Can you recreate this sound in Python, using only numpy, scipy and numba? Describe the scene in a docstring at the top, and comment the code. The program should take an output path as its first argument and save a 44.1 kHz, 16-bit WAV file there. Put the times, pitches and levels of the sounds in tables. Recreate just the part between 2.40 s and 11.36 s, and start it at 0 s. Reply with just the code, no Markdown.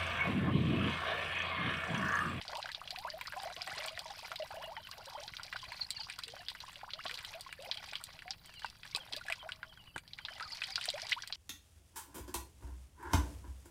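"""Water runs from a lifted plastic bottle trap into a shallow river, close to a phone, from start to end:
air pockets ring as gliding sines, mostly rising; drops slap and tick as filtered noise bursts; air and engine hum.
From 1.2 s hands knock the bottle (low noise thuds); from about 2 s a bird peeps in falling sines and an insect
(narrow noise) comes up; a higher bird trills at 3.3 s and 8 s; thin whistles pass near 6 s; a far dove
calls at 7.1 s and 7.9 s; the spray ebbs near 7.6 s, then surges near 8.4 s."""
import sys
import numpy as np
from scipy import signal
from scipy.fft import rfft, irfft
from scipy.io import wavfile
from scipy.ndimage import uniform_filter1d
from numba import njit

SR = 44100
rng = np.random.default_rng(int(sys.argv[2]) if len(sys.argv) > 2 else 0)


def unload_wav(signal):
    """Save mono or channel-first audio to the path in sys.argv[1] as 16-bit WAV at rate SR, clipped to [-1, 1]."""
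    wavfile.write(
        sys.argv[1],
        SR,
        np.round(np.clip(np.atleast_2d(signal).T, -1, 1) * 32767).astype(np.int16),
    )


def rack_gain(trim_db):
    """Turn a fader trim in dB into the linear factor to multiply a signal by."""
    fader = np.asarray(trim_db, float)
    return 10 ** (fader / 20)


N = 395121


@njit
def tones(n, rows, bend, fade, attack_rad):
    """Gliding sines: rows of (s, start Hz, end Hz, length s, gain), each swelling, fading and closing."""
    out = np.zeros(n)
    for s, start, end, length, gain in rows:
        first, phase = int(s * SR), 0.
        for i in range(min(int(length * SR), n - first)):
            u = i / (length * SR)
            phase += 2 * np.pi * start * (end / start) ** (u ** bend) / SR
            swell = min(1., phase / attack_rad) * min(1., 8 * (1 - u))
            out[first + i] += gain * swell * np.exp(-fade * u) * np.sin(phase)
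    return out


def response(points, size=4096):
    """Causal (minimum-phase) impulse response with the colour of (Hz, dB) points."""
    hz, db = np.transpose(points)
    log_gain = np.interp(np.log(np.arange(size // 2 + 1) * SR / size + 1), np.log(hz), db) * np.log(10) / 20
    cepstrum = irfft(log_gain)
    cepstrum[1:size // 2] *= 2
    cepstrum[size // 2 + 1:] = 0
    return irfft(np.exp(rfft(cepstrum)))


def band(x, low_hz, high_hz):
    """Band-pass."""
    return signal.sosfilt(signal.butter(2, [low_hz, high_hz], "band", fs=SR, output="sos"), x)


def unit(x):
    """Scale to rms 1."""
    return x / np.sqrt(np.mean(x ** 2))


def walk(rate_per_s):
    """Slewed random levels that change rate_per_s times a second."""
    k = int(SR / rate_per_s)
    steps = np.repeat(rng.standard_normal(N // k + 1), k)
    return 0.707 * uniform_filter1d(uniform_filter1d(steps, k), k)[:N]


def curve(points):
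    """Join (s, value) points by straight lines."""
    return np.interp(np.arange(N) / SR, *np.transpose(points))


def add(x, at, burst):
    """Mix a burst in at a sample."""
    x[at:at + len(burst)] += burst[:N - at]


# Colour of the air. Each row: frequency in Hz, relative density in dB per Hz.
AIR_COLOUR = [(20, 1.5), (50, -0.5), (110, 0.5), (200, -8.5), (400, -16.5), (1000, -18.5), (3000, -33),
              (5000, -42), (6200, -35.5), (10000, -27), (15000, -27.5)]


def air():
    """Smooth distant rumble and hiss: coloured noise with a slight sway."""
    level_db = -65
    noise = signal.fftconvolve(rng.standard_normal(N), response(AIR_COLOUR, size=16384))[:N]
    sway = rack_gain(.8 * walk(3))
    return rack_gain(level_db) * sway * unit(noise)


# Engine drones. Each row: mean frequency in Hz, mean peak level in dB.
DRONES = [(52, -72.5), (166, -76)]


def engine():
    """A slow single cylinder putters far away, band-passed pulses over two thin wavering drones."""
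    firings_per_s, first_s, putter_db = 13.83, .029, -70
    exhaust_hz, width_hz = 96.6, 65
    s = np.arange(first_s, N / SR - .01, 1 / firings_per_s)
    late, size = rng.standard_normal((len(s), 2)).T
    pulses = np.zeros(N)
    pulses[((s + .002 * late) * SR).astype(int)] = -rack_gain(3.4 * size)
    putter = unit(band(pulses, exhaust_hz - width_hz / 2, exhaust_hz + width_hz / 2))
    drones = np.zeros(N)
    for hz, db in DRONES:
        gain = rack_gain(db + 3.8 * walk(1.64))
        path_hz = hz * (1 + 0.00746 * walk(1.493))
        drones += gain * np.sin(2 * np.pi * np.cumsum(path_hz) / SR)
    return rack_gain(putter_db) * putter + drones


# Insect. Each row: time in seconds, level in dB before the flicker.
INSECT_LEVEL = [(0, -89), (2.3, -73), (3.5, -73), (5.5, -73), (6.2, -73), (7.3, -88), (7.42, -75),
                (8.96, -76)]


def insect():
    """A thin band of noise that flickers in level."""
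    hz, width_hz, flicker_per_s = 4630, 110, 45
    trill = unit(band(rng.standard_normal(N), hz - width_hz / 2, hz + width_hz / 2))
    flicker_db = 4 * walk(flicker_per_s)
    return rack_gain(curve(INSECT_LEVEL) + flicker_db) * trill


# Far dove. Each row: start in seconds, frequency in Hz, length in seconds, level in dB before flutter.
COOS = [(7.06, 640, .27, -70), (7.9, 640, .15, -72)]


def dove():
    """Tone rows of level coos."""
    return [(s, hz, hz, length_s, rack_gain(db)) for s, hz, length_s, db in COOS]


# Thin stray whistles. Each row: start in seconds, start Hz, end Hz, length in seconds, level in dB before flutter.
STRAY_WHISTLES = [(5.965, 15000, 14500, .075, -75), (6.065, 14800, 14200, .1, -75),
                  (6.15, 3950, 4270, 0.046, -58), (6.21, 4750, 4170, 0.036, -56)]


def whistles():
    """Tone rows of thin gliding whistles."""
    return [(*row, rack_gain(db)) for *row, db in STRAY_WHISTLES]


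# Lower bird. Each row: start in seconds, start Hz, length in seconds, level in dB before flutter.
PEEP_NOTES = [(2.153, 3170, 0.038, -52), (2.227, 3090, 0.035, -47), (2.283, 3330, 0.028, -61),
              (2.346, 3370, 0.056, -55), (2.425, 3320, 0.035, -48.5), (2.742, 3360, 0.032, -47),
              (2.812, 3520, 0.047, -57), (3.178, 3430, 0.064, -59), (3.523, 3290, 0.058, -53),
              (3.58, 3420, 0.082, -54), (3.895, 3380, .035, -54), (3.963, 3320, 0.064, -54),
              (4.577, 3100, 0.047, -48), (5.058, 3460, 0.095, -57), (5.365, 3430, 0.03, -48),
              (5.453, 3470, 0.061, -59), (6.065, 3290, 0.078, -58.5), (6.131, 3370, 0.063, -51),
              (6.215, 3200, 0.063, -51), (6.598, 3380, 0.033, -53), (6.99, 3400, 0.036, -51),
              (7.246, 3300, 0.027, -65), (7.29, 3400, 0.04, -56), (7.363, 3380, 0.063, -55.5),
              (7.465, 3100, 0.048, -50.5), (7.539, 3170, 0.04, -54), (7.727, 3270, 0.035, -63),
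              (7.805, 3280, 0.03, -52), (7.892, 3330, .035, -53)]


def peeps():
    """Tone rows of single peeps, falling at a constant log-pitch rate."""
    fall_per_s = -3.4  # natural log of pitch
    return [(s, hz, hz * np.exp(fall_per_s * length_s), length_s, rack_gain(db)) for s, hz, length_s, db in PEEP_NOTES]


# Higher bird. Each row: start in seconds, length in seconds, first chip's start Hz, its level in dB before flutter.
TRILL_NOTES = [(3.278, .16, 4980, -49), (3.558, .12, 5100, -45.5), (8.034, .12, 5250, -45),
               (8.277, .07, 5260, -47.5)]


def trills():
    """Tone rows of evenly spaced falling chips; each chip starts higher and louder than the last."""
    gap_s, chip_s, fall_per_s = .041, .021, -11  # fall in natural log of pitch
    climb_hz, swell_db = 62, 3  # from one chip to the next
    rows = []
    for s, length_s, first_hz, db in TRILL_NOTES:
        for k in range(round(length_s / gap_s)):
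            hz = first_hz + k * climb_hz
            rows.append((s + k * gap_s, hz, hz * np.exp(fall_per_s * chip_s), chip_s, rack_gain(db + k * swell_db)))
    return rows


# Echoes from bank and water. Each row: delay in seconds, level in dB.
ECHOES = [(.0043, -11), (.0095, -13), (.017, -14), (.031, -13)]


def birds():
    """Near-sine notes and whistles, fluttering, smeared by echoes from the bank and the water."""
    rows = np.array(peeps() + trills() + dove() + whistles())
    flutter = rack_gain(8 * walk(150) - 1.5)
    direct = tones(N, rows, 0.86, 0.3, 180.0) * flutter
    return direct + sum(rack_gain(db) * np.roll(direct, int(s * SR)) for s, db in ECHOES)


# Hands on the bottle. Each row: time in seconds, peak in dB, thud centre in Hz.
HAND_KNOCKS = [(1.171, -49.5, 250), (1.285, -54, 250), (1.368, -47, 248), (2.874, -54, 250),
               (4.653, -41.5, 404), (6.548, -43.5, 332), (6.738, -44.5, 220), (7.558, -40.5, 210)]


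def knocks():
    """The thin wall gives a short low thud: decaying band-passed noise."""
    edge_ratio = 2.4  # band edges to centre
    out, t = np.zeros(N), np.arange(2048) / SR
    for (s, db, hz), noise in zip(HAND_KNOCKS, rng.standard_normal((len(HAND_KNOCKS), 2048))):
        thud = band(noise * np.exp(-t / 0.0078), hz / edge_ratio, hz * edge_ratio)
        add(out, int(s * SR), rack_gain(db) * thud / np.abs(thud).max())
    return out


def clicks(rate_per_s, spread_db, length_s):
    """Scattered short noise bursts of bounded, uneven size."""
    size_db = spread_db * np.minimum(rng.exponential(size=N), np.e)
    drops = (rng.random(N) < rate_per_s / SR) * rack_gain(size_db)
    envelope = signal.lfilter([1], [1, -np.exp(-1 / (length_s * SR))], drops)
    return envelope * rng.standard_normal(N)


def plinks(when_s, hz, gain, few, many, rise):
    """Tiny bubbles that ring from few to few + many cycles and climb a little."""
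    cycles, climb = rng.random((len(when_s), 2)).T
    length_s = (few + many * cycles ** 2) / hz
    rows = np.transpose([when_s, hz, hz * (1 + rise * climb ** 2), length_s, gain])
    return tones(N, rows, 1.135, 0.36, 6.8)


# Flow of water. Each row: time in seconds, spray control level in dB, gurgle above the spray in dB.
FLOW = [(0, -53.5, 1), (.7, -53, -12.5), (.9, -52.5, -7.5), (1.39, -47.5, -6.5), (1.72, -51.5, -6.5),
        (2.49, -57, -2.5), (2.87, -54, -5.5), (4.26, -56.5, -27.5), (4.52, -59, 5), (4.64, -51, -10.5),
        (5.11, -56.5, -13.5), (5.47, -52, -2.5), (5.95, -62.5, -16.5), (6.35, -60.5, -28),
        (6.74, -54.5, -2), (7.26, -65.5, -5.5), (7.61, -73, -12.5), (7.91, -56.5, -4), (8.44, -46, -30),
        (8.7, -49.5, -30), (8.86, -58, -30)]


def flow_db(t):
    """Levels of spray and gurgle at times t."""
    s, spray_db, gurgle_db = np.transpose(FLOW)
    return np.interp(t, s, spray_db), np.interp(t, s, gurgle_db)


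# Drop colour, also used by slaps. Each row: frequency in Hz, relative density in dB per Hz.
DROP_COLOUR = [(250, -59), (450, -40), (600, 1.5), (1200, 4.5), (2500, 1.5), (4800, 7), (6300, -10.5),
               (9500, -7), (11500, -21), (15500, -24)]
# Drops of different size tick in different bands; slaps use the last. Each row: low edge in Hz, high edge in Hz.
DROP_BANDS = [(700, 2000), (1800, 3600), (3200, 5600), (6200, 10500), (10500, 15000)]
# Ticks, one row per drop band. Each row: mean rate per second, level in dB relative to the flow.
BAND_TICKS = [(39.9, -8), (60, -16), (69.7, -8), (70, -18.5), (130, -15.5)]


def spray():
    """Countless small drops in clusters: ticks, plinks, many deeper gurgles and a faint hiss."""
    t = np.arange(N) / SR
    level_db, gurgle_db = flow_db(t)
    flow = rack_gain(level_db + 5 * np.tanh(walk(22)))
    ticks = np.zeros(N)
    for (low_hz, high_hz), (rate_per_s, db) in zip(DROP_BANDS, BAND_TICKS):
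        ticks += rack_gain(db) * unit(band(clicks(rate_per_s, 6.0, 0.0031), low_hz, high_hz))
    hiss = unit(signal.fftconvolve(rng.standard_normal(N), response(DROP_COLOUR))[:N])
    when, size, loud = rng.random((4500, 3)).T
    fizz = unit(plinks(when * t[-1], 1700 * 3.2 ** size, rack_gain(17 * loud ** 3), 3, 18, 0.3))
    when, size, loud = rng.random((700, 3)).T
    gurgle = unit(plinks(when * t[-1], 520 * 3.076 ** size, rack_gain(12.0 * loud), 5.7, 12.5, 1.0))
    return flow * (ticks + rack_gain(-10.5) * hiss + rack_gain(-4) * fizz + rack_gain(gurgle_db) * gurgle)


# Slaps at set times. Each row: time in seconds, level in dB before the part gains, ring start Hz,
# treble relative to that level in dB.
SLAPS = [(.0139, -32, 2950, -26), (.0798, -30, 4340, -17), (.1534, -30, 2900, -20), (.17, -33, 4800, -5),
         (.2573, -31.5, 1520, -21), (.29, -30, 1640, -30), (.3474, -29.5, 3500, -38),
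         (.5064, -27.5, 4300, -12), (.227, -31, 3860, -28), (.4756, -33, 3140, -24),
         (.5604, -31.5, 2440, -34), (.7018, -29.5, 4670, -34), (.8117, -28.5, 2170, -13),
         (.8718, -30, 4900, -16), (.9348, -34.5, 1630, -32), (1.0331, -42, 4550, 0),
         (1.1638, -32.5, 2830, -19), (1.2106, -35.5, 2320, -30), (1.2186, -27.5, 4870, -31),
         (1.2748, -32, 1850, -7), (1.3803, -33.5, 4150, -30), (1.4092, -32.5, 2050, -30),
         (1.4411, -38, 1570, -22), (1.4764, -35, 4300, -5), (1.461, -38, 2200, 8), (1.592, -28, 4500, -10),
         (1.9167, -27.5, 1305, -27), (1.958, -25, 3640, -17), (2.022, -34.5, 2840, -29),
         (2.367, -32.5, 1810, -34), (2.4703, -33.5, 2590, -25), (2.5135, -32.5, 5130, -17),
         (2.6584, -36.5, 5200, -7.5), (2.8784, -32.5, 3880, -24), (2.9678, -28.5, 3570, -34),
         (3.0325, -28.5, 5300, -15), (3.1264, -27.5, 1880, -17), (3.1594, -30, 1460, -33),
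         (3.3207, -34, 2080, -10), (3.5052, -23.5, 4470, -2.5), (3.6991, -31.5, 2310, -9),
         (3.7882, -33.5, 4140, 0), (3.8354, -29, 4100, -10), (3.8804, -34, 2720, -5.5),
         (4.0843, -26.5, 3550, -16), (4.1005, -31.5, 3500, -10), (4.1503, -36, 1490, -14),
         (4.203, -30.5, 3960, -16), (4.33, -44, 1820, 1), (4.4119, -41.5, 1600, -30),
         (4.5052, -34, 2960, -35), (4.7745, -34, 4250, -21), (4.535, -29.5, 3850, -35),
         (4.6632, -27.5, 3050, -32), (4.6818, -31, 4280, -18), (4.6954, -28.5, 1810, -19),
         (4.7115, -27, 2350, -15), (4.7416, -26.5, 4220, -18), (4.789, -35.5, 2300, -7),
         (4.828, -44, 1490, -2), (5.0086, -33.5, 4630, -1), (5.1264, -29.5, 2230, -11),
         (5.223, -41, 3180, -3), (5.3133, -20.5, 3470, -44), (5.3433, -36, 3200, -9),
         (5.4874, -36, 3330, -11), (5.6116, -36.5, 1290, -12), (5.3724, -30, 3020, -17),
         (5.5331, -33.5, 2220, -13), (5.5542, -28.5, 3100, -13), (5.639, -32, 4270, 3),
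         (5.7905, -38, 2540, -13), (5.8216, -38, 1780, -14), (5.8796, -35.5, 2160, -27),
         (5.9068, -24, 5100, -25), (6.0591, -50.5, 4580, 9.5), (6.1394, -45, 2290, 0),
         (6.1948, -38.5, 3820, -5), (6.22, -40.5, 1630, -20), (6.2456, -29, 1450, -21),
         (6.2594, -35, 4670, -11), (6.3001, -44.5, 5040, -2.5), (6.4323, -36, 2540, -23),
         (6.453, -39.5, 1740, -5), (6.5488, -21.5, 3780, -16), (6.5616, -23.5, 4700, -3.5),
         (6.7252, -28, 3450, -15), (6.7334, -25.5, 3150, -19), (6.7638, -27.5, 4130, -5),
         (6.8643, -37, 2270, -7), (6.884, -38, 1800, -6), (6.9, -26.5, 1900, -8.5),
         (6.9233, -22.5, 2390, -10.5), (7.028, -39, 980, -28), (7.0904, -31, 1443, -15),
         (7.12, -29.5, 2850, -16), (7.2299, -34, 1535, -37), (7.561, -30, 1570, -7),
         (7.5792, -32, 2290, -2.5), (7.678, -39, 4150, -16), (7.734, -34.5, 3820, -36),
         (7.787, -35.5, 2200, -30), (7.8504, -27, 3560, -44), (7.8845, -33, 1660, -40),
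         (7.9359, -41, 4800, -30), (7.9984, -30, 1850, -33), (8.0069, -29.5, 1280, -13),
         (8.0257, -31, 4730, -31), (8.1559, -45, 2460, -30), (8.2186, -24.5, 2540, -29),
         (8.2366, -24.5, 3050, -19.5), (8.3572, -17, 4650, -19), (8.4117, -27, 2820, -8),
         (8.44, -25, 5060, -16), (8.4557, -28.5, 2900, 1.5), (8.488, -21.5, 3830, -37),
         (8.5022, -25, 3630, -7), (8.5798, -35, 1810, -21), (8.6185, -28.5, 5400, -17),
         (8.6946, -27, 3280, -8.5), (8.7213, -19.5, 2660, -32), (8.728, -21.5, 2840, -18),
         (8.8223, -31, 5600, -17), (8.8745, -33, 3820, -2.5), (8.925, -26.5, 4070, -34)]


def slaps():
    """Each slap is a sharp tick, a short ring of the crater and a scatter of droplets falling back."""
    scattered_db = 21.5  # strongest scattered slap, above the spray level
    width_oct, skirt_db = .5, -17  # tick noise gathers around the ring pitch
    when, loud, size, bright = rng.random((28, 4)).T
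    s = when * N / SR
    scattered = [s, flow_db(s)[0] + scattered_db - 6 * loud, 1300 * 4.04 ** size, -8 - 24 * bright]
    s, db, hz, treble_db = np.vstack([SLAPS, np.transpose(scattered)]).T

    tick, treble = np.zeros((2, N))
    t = np.arange(1536) / SR
    octaves = np.arange(-4, 4.1, .25)
    focus_db = 20 * np.log10(np.exp(-(octaves / width_oct) ** 2 / 2) + rack_gain(skirt_db))
    tick_decay = np.exp(-t / 0.0005) + rack_gain(-9) * np.exp(-t / 0.01)
    treble_decay = np.exp(-t / 0.00045) + rack_gain(-14.0) * np.exp(-t / 0.0084)
    noises = rng.standard_normal((len(s), 2, len(t)))
    for at, gain, top, f, noise in zip((s * SR).astype(int), rack_gain(db), rack_gain(treble_db), hz, noises):
        focus = response(np.transpose([f * 2 ** octaves, focus_db]), size=256)
        burst = np.convolve(noise[0] * tick_decay, focus)[:len(t)]
        add(tick, at, gain * burst / np.abs(burst).max())
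        add(treble, at, gain * top * noise[1] * treble_decay)
    colour = response(DROP_COLOUR)
    tick = band(signal.fftconvolve(tick, colour / np.linalg.norm(colour))[:N], 710, 5860)
    treble = band(treble, 7500, 10300) + rack_gain(-3.5) * band(treble, *DROP_BANDS[-1])

    ring = tones(N, np.transpose([s, hz, 1.053 * hz, 12 / hz, rack_gain(db)]), 0.5, 1.74, 3.45)

    late, spread, size = np.moveaxis(rng.random((len(s), 16, 3)), 2, 0)
    delay_s = 0.028 * late ** 1.7
    gain = rack_gain(db[:, None] - 18.0 - 3.4 * size) * np.exp(-delay_s / 0.0047)
    pitch_hz = np.clip(hz[:, None] * np.exp(1.403 * (spread - .5)), 600, 5600)
    droplets = plinks((s[:, None] + delay_s).ravel(), pitch_hz.ravel(), gain.ravel(), 3.05, 13.5, 0.24)
    return rack_gain(-4.5) * tick + rack_gain(7.0) * treble + rack_gain(-3.5) * ring + droplets


# Air pockets at set times. Each row: start in seconds, start Hz, end Hz, length in seconds,
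# level in dB before shaking.
POCKETS = [(.081, 615, 720, 0.13, -52), (.252, 756, 800, 0.021, -47), (.574, 732, 1240, 0.076, -47),
           (.679, 593, 640, 0.07, -52), (.936, 589, 624, 0.034, -48), (.116, 650, 1260, 0.024, -39),
           (.157, 893, 1310, 0.028, -36), (.183, 740, 1450, 0.023, -36.5), (.378, 640, 900, 0.01, -46.5),
           (.415, 1110, 1623, 0.0062, -36.5), (.526, 691, 1480, 0.035, -41.5),
           (.6482, 943, 1880, 0.043, -33.5), (.6495, 653, 1310, 0.04, -39.5), (.7366, 628, 805, 0.051, -39),
           (.811, 960, 1076, 0.013, -39), (.879, 1150, 1620, 0.0075, -35.5),
           (.9622, 1020, 990, 0.021, -39.5), (.965, 715, 915, 0.032, -37), (1.008, 760, 800, 0.032, -45),
           (1.034, 786, 760, 0.016, -39), (1.0547, 650, 960, 0.034, -34.5),
           (1.0878, 680, 780, 0.036, -41.5), (1.173, 640, 840, 0.023, -46), (1.214, 700, 730, 0.074, -54.5),
           (1.269, 760, 855, 0.087, -46.5), (1.2729, 1060, 1301, 0.0067, -41),
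           (1.318, 1330, 2100, 0.013, -44), (1.3282, 670, 776, 0.011, -46), (1.354, 964, 1460, 0.029, -39),
           (1.3902, 580, 685, 0.04, -45.5), (1.4339, 605, 810, 0.026, -49), (1.456, 640, 660, 0.031, -44),
           (1.579, 693, 750, 0.022, -43), (1.6, 720, 1100, 0.036, -52), (1.51, 630, 796, 0.084, -52),
           (2.63, 680, 715, 0.023, -59), (1.6554, 945, 970, 0.013, -39), (1.6557, 630, 644, 0.037, -47),
           (1.704, 797, 830, 0.017, -37), (1.923, 652, 870, 0.038, -47), (1.9981, 627, 630, 0.037, -34),
           (2.022, 593, 1270, 0.035, -43.5), (2.105, 737, 1210, 0.035, -39.5),
           (2.14, 635, 1120, 0.039, -43), (2.1703, 647, 1320, 0.064, -42.5),
           (2.235, 629, 1290, 0.041, -44.5), (2.274, 616, 1400, 0.076, -43), (2.3722, 850, 980, 0.023, -40),
           (2.489, 1100, 1150, 0.01, -42), (2.518, 684, 1100, 0.067, -62), (2.587, 483, 1880, 0.027, -50.5),
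           (2.678, 865, 1701, 0.019, -45), (2.723, 910, 1190, 0.011, -38), (2.7495, 805, 1630, 0.027, -38),
           (2.7746, 581, 740, 0.071, -46.5), (2.826, 818, 960, 0.05, -48.5),
           (3.1462, 675, 1070, 0.017, -40.5), (3.3176, 920, 1080, 0.017, -40.5),
           (3.229, 1030, 980, 0.021, -46.5), (3.265, 593, 1020, 0.046, -53.5),
           (3.5933, 860, 910, 0.033, -49), (3.668, 960, 1690, 0.0078, -42), (3.871, 448, 700, 0.13, -57),
           (3.937, 654, 680, 0.0051, -36.5), (3.995, 704, 730, 0.039, -49),
           (4.237, 920, 1380, 0.0092, -40.5), (4.28, 1040, 1152, 0.01, -37.5),
           (4.116, 955, 1010, 0.0043, -39), (4.432, 747, 1910, 0.016, -40),
           (4.478, 904, 3430, 0.024, -43.5), (4.591, 1210, 3200, 0.024, -38),
           (4.534, 572, 700, 0.045, -54.5), (4.708, 470, 557, 0.044, -53.5), (4.655, 616, 920, 0.011, -36),
           (4.6557, 1100, 1360, 0.033, -47), (4.945, 643, 800, 0.057, -43),
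           (5.0634, 1060, 1113, 0.016, -44.5), (5.19, 529, 960, 0.076, -44.5),
           (5.272, 522, 563, 0.014, -46), (5.2874, 595, 1250, 0.017, -41), (5.856, 707, 846, 0.069, -44.5),
           (6.245, 875, 940, 0.0058, -27), (6.5472, 544, 761, 0.0076, -42),
           (6.5478, 1114, 1260, 0.026, -40.5), (6.554, 2520, 2720, 0.021, -37),
           (6.5713, 765, 1080, 0.0053, -34), (6.8116, 1480, 1456, 0.0069, -37),
           (6.8835, 1730, 1750, 0.011, -31), (6.9004, 692, 635, 0.023, -37.5),
           (6.917, 2280, 2300, 0.014, -31), (7.037, 622, 690, 0.041, -50.5), (7.058, 667, 2030, 0.041, -50),
           (7.5596, 850, 990, 0.0095, -39.5), (8.0077, 1255, 1700, 0.032, -38),
           (8.054, 1280, 1170, 0.023, -45.5), (8.121, 925, 890, 0.026, -50.5),
           (8.285, 780, 784, 0.043, -49), (8.2181, 2480, 2740, 0.01, -35), (8.4824, 645, 850, 0.0097, -33),
           (8.5374, 560, 1090, 0.053, -38.5), (8.627, 630, 1290, 0.03, -44.5),
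           (8.7184, 1990, 3660, 0.016, -23), (8.764, 936, 1940, 0.034, -39)]


def bubbles():
    """A pocket starts at once, glides faster as it nears the surface, and wobbles in the moving water."""
    scattered_db = 11  # strongest scattered pocket, above the gurgle level
    when, size, climb, life, loud = rng.random((12, 5)).T
    s, hz = when * N / SR, 520 * 4.4 ** size
    end_hz = hz * (1.18 + 0.74 * climb)
    length_s = 0.011 + 0.034 * life ** 2
    level_db = sum(flow_db(s)) + scattered_db - 20.0 * loud
    rows = np.vstack([POCKETS, np.transpose([s, hz, end_hz, length_s, level_db])])
    rows[:, 4] = rack_gain(rows[:, 4])
    wobble = rack_gain(5 * walk(130))
    froth = 1 + .3 * walk(500)  # froth around a pocket shakes its level
    steady = tones(N, rows, 1.8, 1.1, 8) * wobble * froth
    # the heaving surface shifts the path (in samples), so the pitch trembles
    return np.interp(np.arange(N) + 9.0 * walk(70), np.arange(N), steady)


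def nearby(x):
    """Short scattered reflections off the bottle, legs and water blur each drop."""
    t = np.arange(1500) / SR
    tail = rng.standard_normal(len(t)) * np.exp(-t / 0.0084) * (t > .001)
    return x + rack_gain(-13) * signal.fftconvolve(x, tail / np.linalg.norm(tail))[:N]


# Gain of the water's top treble. Each row: time in seconds, gain in dB.
TOP_TREBLE = [(0, -11), (.8, -0.5), (1.3, -7.5), (2.5, -0.5), (3.5, -11), (4.7, -5), (5.7, -9), (6.7, -10),
              (7.5, -24), (8.96, -7)]


def scene():
    """Everything meets at one microphone; the water's top treble follows its own level curve."""
    water = nearby(bubbles() + slaps() + spray())
    top = signal.sosfiltfilt(signal.butter(4, 11000, "high", fs=SR, output="sos"), water)
    water = water + top * (rack_gain(curve(TOP_TREBLE)) - 1)
    return (water + knocks() + birds() + insect() + air() + engine())[None]


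def low_pass(x):
    """Removes everything above the highest recorded frequency."""
    return signal.sosfilt(signal.butter(12, 16500, fs=SR, output="sos"), x)


def record(dry):
    """The phone cuts the top above 15.5 kHz with a steep low-pass."""
    top_cut = signal.cheby1(10, .5, 15500, fs=SR, output="sos")
    mix = signal.sosfilt(top_cut, dry)
    return low_pass(mix)


dry = scene()
out = record(dry)
unload_wav(out)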